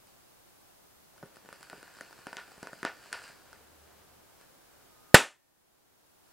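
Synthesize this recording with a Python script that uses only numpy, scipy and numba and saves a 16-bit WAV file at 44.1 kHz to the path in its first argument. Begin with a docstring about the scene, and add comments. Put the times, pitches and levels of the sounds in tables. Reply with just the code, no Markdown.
"""Amplifier board burning on a workshop bench

Close and central on a wooden bench in a small workshop, a part sizzles on the mains peaks and pops as gas breaks out.
Filtered noise makes its flame, which sinks to a low fluttering hum; a capacitor whistles (a wavering sine) and bursts.
The bang, a shock with debris and a push of gas, leaves the heat sink ringing in decaying sines.
It overloads the microphone's gain control, which ducks and slowly recovers; rumble and hiss lie wide behind."""
import sys
import numpy as np
from scipy import signal
from scipy.fft import rfft, irfft, next_fast_len
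from scipy.io import wavfile
from scipy.ndimage import map_coordinates
from numba import njit

SR = 44100
rng = np.random.default_rng(int(sys.argv[2]) if len(sys.argv) > 2 else 0)


def put_to_file(sound):
    """Save the sound as 16-bit audio at rate SR, in the file named by the first command-line argument."""
    columns = np.atleast_2d(sound).T  # one column per channel
    safe = np.clip(columns, -1, 1)
    whole_steps = np.round(safe * 32767)
    wavfile.write(sys.argv[1], SR, whole_steps.astype(np.int16))


N = 278756

MAINS_PEAKS_HZ, MAINS_LEAD_S = 100, .0005
# The part lights, boils fully and runs dry; the capacitor blows.
IGNITE_S, BOIL_S, SPENT_S, BURST_S = 1.17, 1.627, 3.3, 5.1438

# The pops that stand out, close to the microphone; pops() trims the levels.
# Each row: start in seconds, then nominal levels of crack, gas puff and spit in dB.
LOUD_POPS = [(1.228, -49, -47.5, -79), (1.2328, -67, -42.5, -77), (1.369, -53, -55.5, -62.5),
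             (1.4498, -58, -58, -72), (1.4896, -47.5, -53.5, -65), (1.528, -45, -55.5, -53.5),
             (1.6295, -50, -75, -51.5), (1.699, -46, -53, -51.5), (1.7298, -48, -43, -60),
             (1.829, -49.5, -53.5, -57), (1.9875, -51.5, -60.5, -62), (2.0098, -41, -44, -49),
             (2.1285, -51.5, -60.5, -58), (2.2692, -37.5, -41, -51.5), (2.3299, -39.5, -44.5, -51.5),
             (2.3689, -37, -55.5, -55), (2.5185, -52.5, -64, -61), (2.6295, -38, -40, -49),
             (2.6718, -39.5, -45.5, -56), (2.7314, -45, -45, -55.5), (2.8304, -34.5, -38, -52),
             (2.8505, -26, -38, -46), (3.1286, -34.5, -70, -38), (3.53, -49, -71, -58),
             (4.4125, -59, -64.5, -62)]
# Spectra of the crack, the puff and the spit. Each row: frequency in Hz, density in dB per Hz (relative).
CRACK_SPECTRUM = [(40, -27), (300, -4), (750, 1), (1050, -1.5), (1500, 5), (2500, -11.5), (4000, -13),
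                  (5500, -15), (8000, -19), (16000, -60.5)]
PUFF_SPECTRUM = [(25, -27), (70, -13.5), (150, -2.5), (300, 1.5), (650, -2), (1400, -13.5), (2600, -20),
                 (6000, -66), (16000, -92)]
SPIT_SPECTRUM = [(300, -13), (2000, 4.5), (3500, -4.5), (4600, 7), (6000, -4.5), (9800, 4.5), (11500, -13),
                 (16000, -27)]


def pops(walls):
    """Each pocket of gas breaks with a crack, pushes out a slower puff and spits; the board rings along."""
    out = np.zeros(N)
    echo = amp(-8) * walls
    for s, crack_db, puff_db, spit_db in [*LOUD_POPS, *small_pops()]:
        # with little crack the gas leaves slowly: a longer, deeper thud
        softness = np.clip(amp(.5 * (puff_db - crack_db)), .7, 1.8)
        thud = [(hz / softness, db) for hz, db in PUFF_SPECTRUM]
        add(out, s, pulse(CRACK_SPECTRUM, crack_db - 4.0, echo, scatter=0.63, life_s=0.00067))
        add(out, s, pulse(thud, puff_db - .5, echo, scatter=0.15, life_s=0.0029 * softness))
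        add(out, s, pulse(SPIT_SPECTRUM, spit_db - 0.5, echo, scatter=0.088, life_s=0.0029))
    return board(out, ring_db=1.5)


SMALL_POPS_PER_S, SMALL_SPREAD_DB = 11, 2.5  # mean rate, and random spread of each level
# Lesser pops at the same spot. One row: mean nominal levels of crack, gas puff and spit in dB.
SMALL_POP_LEVELS = (-57, -59, -65)


def small_pops():
    """Lesser pops: from ignition until the part is spent, a few of the mains peaks set one off."""
    peaks_s = np.arange(round(N / SR * MAINS_PEAKS_HZ)) / MAINS_PEAKS_HZ - MAINS_LEAD_S
    levels_db = np.array(SMALL_POP_LEVELS) + SMALL_SPREAD_DB * rng.standard_normal((len(peaks_s), 3))
    # pockets fill at an uneven pace, and each whole unit of gas breaks out
    gas = np.cumsum(2 * rng.random(len(peaks_s))) * SMALL_POPS_PER_S / MAINS_PEAKS_HZ
    full = np.diff(np.floor(gas), prepend=0) > 0
    burning = (peaks_s > IGNITE_S) & (peaks_s < SPENT_S)
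    return np.column_stack([peaks_s, levels_db])[full & burning]


SIZZLE_DB, SIZZLE_GROWS_DB_PER_S = -60.5, 0.9  # on reaching the boil, and from then on
SIZZLE_RISE_DB_PER_S, SIZZLE_FALL_DB_PER_S = 47, 29
FLAME_DB, FLAME_GROWS_DB_PER_S, FLAME_SINKS_DB_PER_S = -64.5, 1.5, 2.5  # mean level when the part is spent
FLAME_EDGE_DB_PER_S = 150  # how fast it catches and is blown out
SPURT_EDGE_DB_PER_S = 202
# Spurts of extra sizzle from the part. Each row: start in seconds, end in seconds, level in dB.
SIZZLE_SPURTS = [(3.16, 3.292, -54), (4.412, 4.43, -65.5), (6.26, 6.319, -72)]
# Spectra of the sizzle and the flame. Each row: frequency in Hz, density in dB per Hz (relative).
SIZZLE_SPECTRUM = [(100, -27), (400, -10.5), (900, -6.5), (1200, -4), (1600, 3.5), (2100, -11),
                   (2700, -12.5), (3600, -18), (4800, -6.5), (5700, -17), (7500, -11), (9800, -14.5),
                   (11200, -25.5), (16000, -29)]
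FLAME_SPECTRUM = [(30, -12), (90, -4), (220, -6), (500, -1), (900, -4), (1600, -7), (2400, -12.5),
                  (6000, -19.5), (16000, -38)]


def burn(walls):
    """Boiling resin crackles in tiny grains, most strongly on each mains peak, over the soft rush of the flame."""
    t = np.arange(N) / SR
    sizzle_db = SIZZLE_DB + SIZZLE_GROWS_DB_PER_S * (t - BOIL_S)
    sizzle_db = sizzle_db + swell(BOIL_S, SPENT_S - .08, SIZZLE_RISE_DB_PER_S, SIZZLE_FALL_DB_PER_S)
    spurts = sum(amp(db + swell(start, end, SPURT_EDGE_DB_PER_S, SPURT_EDGE_DB_PER_S))
                 for start, end, db in SIZZLE_SPURTS)
    flame_db = FLAME_DB + swell(SPENT_S, SPENT_S, FLAME_GROWS_DB_PER_S, FLAME_SINKS_DB_PER_S)
    flame_db = flame_db + swell(IGNITE_S, BURST_S, FLAME_EDGE_DB_PER_S, FLAME_EDGE_DB_PER_S)

    current = np.cos(np.pi * MAINS_PEAKS_HZ * (t + MAINS_LEAD_S)) ** 4  # one hump per mains peak
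    sparks = rng.random(N) < 1800 / SR * (.3 + current)
    size_db = 4.5 * np.minimum(rng.exponential(size=N), 3)
    grain_gain = amp(size_db + 1.4 * wobble(60)) * (0.73 + current)
    grains = sparks * rng.choice([-1, 1], N) * grain_gain
    grains = grains + amp(1.5) * signal.fftconvolve(grains, walls)[:N]

    sizzle = unit(coloured(grains, SIZZLE_SPECTRUM))
    flame = unit(coloured(rng.standard_normal(N), FLAME_SPECTRUM))
    return np.hypot(amp(sizzle_db), spurts) * sizzle + amp(flame_db + 1.2 * wobble(6.2)) * flame


# The bang's cracks and close echoes. Each row: delay after the burst in seconds, level in dB re the shock's peak.
BURST_DEBRIS = [(.0009, -12.5), (.0037, -6.5), (.0044, -11), (.0052, -13.5), (.0074, -4.5), (0.0164, -14.5)]
# Spectrum of the bang. Each row: frequency in Hz, density in dB per Hz (relative).
BLAST_SPECTRUM = [(20, -18.5), (70, -4), (230, 1), (450, -0.5), (800, 0.5), (1200, -2), (1700, -1.5),
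                  (2600, -9.5), (4000, -13), (7500, -10), (10000, -13), (16000, -25)]


def burst():
    """The capacitor blows: a shock wave, tearing foil, flying pieces and a slower push of gas."""
    out = np.zeros(N)
    t = np.arange(SR // 2) / SR
    shock = .12 * rng.standard_normal(len(t)) * np.exp(-(t / 0.011) ** 2)
    shock[0] += 1
    for delay, db in BURST_DEBRIS:
        add(shock, delay, amp([db]))
    tail = workshop(size=len(t), build_s=0.0037)
    shock = shock / np.linalg.norm(shock) + amp(-2.5) * tail
    u = t / 0.00082
    gas = (1 - u) * np.exp(-u)  # overpressure, then a longer suction
    bang = board(coloured(shock, BLAST_SPECTRUM), ring_db=3.0)
    add(out, BURST_S, amp(37) * bang + amp(20.5) * gas)
    return out


VENT_HZ, VENT_DB, VENT_GROWS_DB_PER_S = 1240, -62, 69  # mean pitch, mean level at the burst, swell before it


def vent():
    """Gas whistles through the capacitor's seal, louder as the pressure builds, until it bursts."""
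    wait_s = BURST_S - np.arange(N) / SR
    level_db = VENT_DB - VENT_GROWS_DB_PER_S * np.abs(wait_s)
    return (wait_s > 0) * tone(VENT_HZ, level_db, waver=.0022, flicker_db=2.5)


FLUTTER_HZ, FLUTTER_CLIMB_HZ_PER_S = 72.5, 6  # mean pitch when the part is spent, and its climb
FLUTTER_RISE_DB_PER_S, FLUTTER_FALL_DB_PER_S = 28, 110
# Spells of flutter in the sinking flame. Each row: start in seconds, end in seconds, mean level in dB.
FLUTTER_SPELLS = [(3.68, 3.95, -72), (4.11, 4.152, -73)]


def flutter():
    """The sinking flame hums in spells, a little higher as it shrinks."""
    hz = FLUTTER_HZ + FLUTTER_CLIMB_HZ_PER_S * (np.arange(N) / SR - SPENT_S)
    spells_db = [db + swell(start, end, FLUTTER_RISE_DB_PER_S, FLUTTER_FALL_DB_PER_S)
                 for start, end, db in FLUTTER_SPELLS]
    return tone(hz, np.max(spells_db, axis=0), waver=0.013, flicker_db=2.5)


# Ringing fins on the board. 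Each row: frequency in Hz, starting level in dB (peak), decay time T60 in seconds.
HEAT_SINK_MODES = [(1790, -58, 1.1), (1859, -59.5, 1.1), (2300, -64.5, 1.0)]


def heat_sink():
    """The fins, struck by the blast, ring faintly for longer than the room."""
    out = np.zeros(N)
    t = np.arange(SR) / SR
    for hz, db, t60 in HEAT_SINK_MODES:
        add(out, BURST_S, amp(db - 60 * t / t60) * np.sin(2 * np.pi * hz * t))
    return out


SWITCH_S, SWITCH_DB = 0.0712, -63.5


def switch_on(walls):
    """A thin, faint tick as the current starts."""
    out = np.zeros(N)
    add(out, SWITCH_S, pulse(SPIT_SPECTRUM, SWITCH_DB, amp(-3) * walls, scatter=.15, life_s=.002))
    return out


# Rumble around the microphone. Each row: frequency in Hz, density in dB per Hz (relative).
FLOOR_SPECTRUM = [(20, -12), (40, -4.5), (70, -1.5), (130, -2), (220, -4.5), (350, -2), (500, -4),
                  (750, -2.5), (1100, -6), (1600, -7.5), (2000, -14.5), (4000, -22), (16000, -32.5)]
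# Spread of the rumble. Each row: frequency in Hz, side minus mid in dB.
FLOOR_WIDTH = [(60, -3.5), (180, 5), (550, 3.5), (1650, -2.5), (4970, 7.5), (15000, -2)]


def room_tone():
    """The quiet rumble of the workshop arrives from all sides, as independent mid and side noise."""
    mid = unit(coloured(rng.standard_normal(N), FLOOR_SPECTRUM))
    side = coloured(unit(coloured(rng.standard_normal(N), FLOOR_SPECTRUM)), FLOOR_WIDTH)
    return amp(-67.0) * np.array([mid + side, mid - side])


# Colour of the workshop's echo. Each row: frequency in Hz, starting level in dB (relative).
ROOM_SPECTRUM = [(40, -29.5), (150, -14), (350, -2.5), (570, -3), (1000, -1), (1700, -2), (2500, 5),
                 (3500, 4.5), (5000, -0.5), (9500, -5), (11500, -9), (16000, -11)]
# How long the workshop rings. Each row: frequency in Hz, decay time T60 in seconds.
ROOM_DECAY = [(100, .17), (600, .215), (2000, .22), (6000, .23), (9500, .24), (15000, .21)]


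def workshop(size, build_s):
    """A diffuse tail of energy 1 that builds up as the walls answer and decays at its own pace per frequency."""
    hz, t, z = signal.stft(rng.standard_normal(size), SR, nperseg=256)
    gain = amp(along(ROOM_SPECTRUM, hz)[:, None] - 60 * t / along(ROOM_DECAY, hz)[:, None])
    tail = signal.istft(z * gain, SR, nperseg=256)[1][:size]
    tail = tail * (1 - np.exp(-(np.arange(size) / SR / build_s) ** 2))
    return tail / np.linalg.norm(tail)


# Resonances of board and heat sink. Each row: frequency in Hz, width in Hz, level in dB before ring_db is added.
BOARD_MODES = [(415, 20, -12), (560, 70, -12.5), (945, 60, -8.5), (1255, 110, -9), (1480, 99, -0.5),
               (1787, 90, 2.5), (2605, 250, -10), (7330, 480, -11)]


def board(x, ring_db):
    """x plus the short ring that it starts in the board, a sum of band-pass resonances."""
    m = 2 * next_fast_len(len(x) // 2 + 2048)
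    f = np.fft.rfftfreq(m, 1 / SR)
    ring = sum(amp(db) * 1j * f * w / (c * c - f * f + 1j * f * w) for c, w, db in BOARD_MODES)
    return irfft(rfft(x, m) * (1 + amp(ring_db) * ring))[:len(x)]


def pulse(spectrum, db, walls, scatter, life_s):
    """A pressure pulse with a turbulent wake, then the walls' answer; db is the direct level over 6 ms."""
    t = np.arange(len(walls)) / SR
    window = .006 * SR
    push = scatter * rng.standard_normal(len(t)) * np.exp(-t / life_s)
    push[0] -= 1
    add(push, .0022, np.array([.3]))  # the bench echoes it at once
    push /= np.linalg.norm(push)
    direct = coloured(push[:1024], spectrum)
    return amp(db) * coloured(push + walls, spectrum) * np.sqrt(window / np.sum(direct ** 2))


def tone(hz, db, waver, flicker_db):
    """An unsteady note of streaming gas: a sine whose pitch and level wander."""
    phase = 2 * np.pi * np.cumsum(hz * (1 + waver * wobble(28))) / SR
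    return np.sqrt(2) * amp(db + flicker_db * wobble(18)) * np.sin(phase)


def swell(start_s, end_s, rise_db_per_s, fall_db_per_s):
    """Envelope in dB: climbs to 0 at the start, holds, falls after the end."""
    t = np.arange(N) / SR
    return -rise_db_per_s * np.maximum(start_s - t, 0) - fall_db_per_s * np.maximum(t - end_s, 0)


def wobble(rate):
    """A smooth random curve, rate knots a second."""
    return map_coordinates(rng.standard_normal(int(N * rate / SR) + 4), [np.arange(N) * rate / SR])


def coloured(x, spectrum):
    """Causal (minimum-phase) filter with the given spectrum."""
    m = 2 * next_fast_len(len(x) // 2 + 1024)
    cepstrum = irfft(np.log(amp(along(spectrum, np.fft.rfftfreq(m, 1 / SR)))))
    # fold the cepstrum onto positive time
    cepstrum[1:m // 2] *= 2
    cepstrum[m // 2 + 1:] = 0
    return irfft(rfft(x, m) * np.exp(rfft(cepstrum)))[:len(x)]


def along(points, hz):
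    """Interpolate (Hz, value) points on a log frequency axis."""
    f, v = np.transpose(points)
    return np.interp(np.log(hz + 1), np.log(f + 1), v)


def add(track, s, x):
    """Mix x into the track at time s."""
    part = track[round(s * SR):][:len(x)]
    part += x[:len(part)]


def amp(db):
    """Decibels to amplitude."""
    return 10 ** (np.asarray(db) / 20)


def unit(x):
    """Scale x to an RMS of 1."""
    return x / np.sqrt(np.mean(x ** 2) + 1e-20)


def scene():
    """The board is close, central and still, so its crackles share one echo; rumble and hiss are stereo."""
    walls = workshop(size=8192, build_s=0.0067)
    hiss = amp(-62) * rng.standard_normal((2, N))
    background = hiss + room_tone()
    fire = switch_on(walls) + burn(walls) + flutter()
    capacitor = vent() + burst() + heat_sink()
    return background + fire + capacitor + pops(walls)


@njit
def ducking(excess_db, attack, recovery_db):
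    """Gain reduction in dB: chases an overload quickly and lets go at a steady pace."""
    cut, now = np.zeros(len(excess_db)), 0.
    for i in range(len(excess_db)):
        if excess_db[i] > now:
            now += (excess_db[i] - now) * attack
        else:
            now = max(now - recovery_db, 0.)
        cut[i] = now
    return cut


TOP_HZ = 15850  # upper band limit


def record(dry):
    """Gain control shared by both channels, then overload of the converter and the band limit."""
    level_db = 20 * np.log10(np.abs(dry).max(axis=0) + 1e-9)
    excess_db = np.clip(level_db + 17.5, 0, 15)
    # 6 ms attack, 9.5 dB per second recovery
    x = dry * amp(-ducking(excess_db, 1 / (.006 * SR), 9.5 / SR))
    x = x / (1 + np.abs(x / .95) ** 6) ** (1 / 6)  # saturates towards .95
    m = next_fast_len(N + 4096)
    passband = .5 - .5 * np.tanh((np.fft.rfftfreq(m, 1 / SR) - TOP_HZ) / 70)
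    return irfft(rfft(x, m) * passband, m)[:, :N]


dry = scene()
out = record(dry)
put_to_file(out)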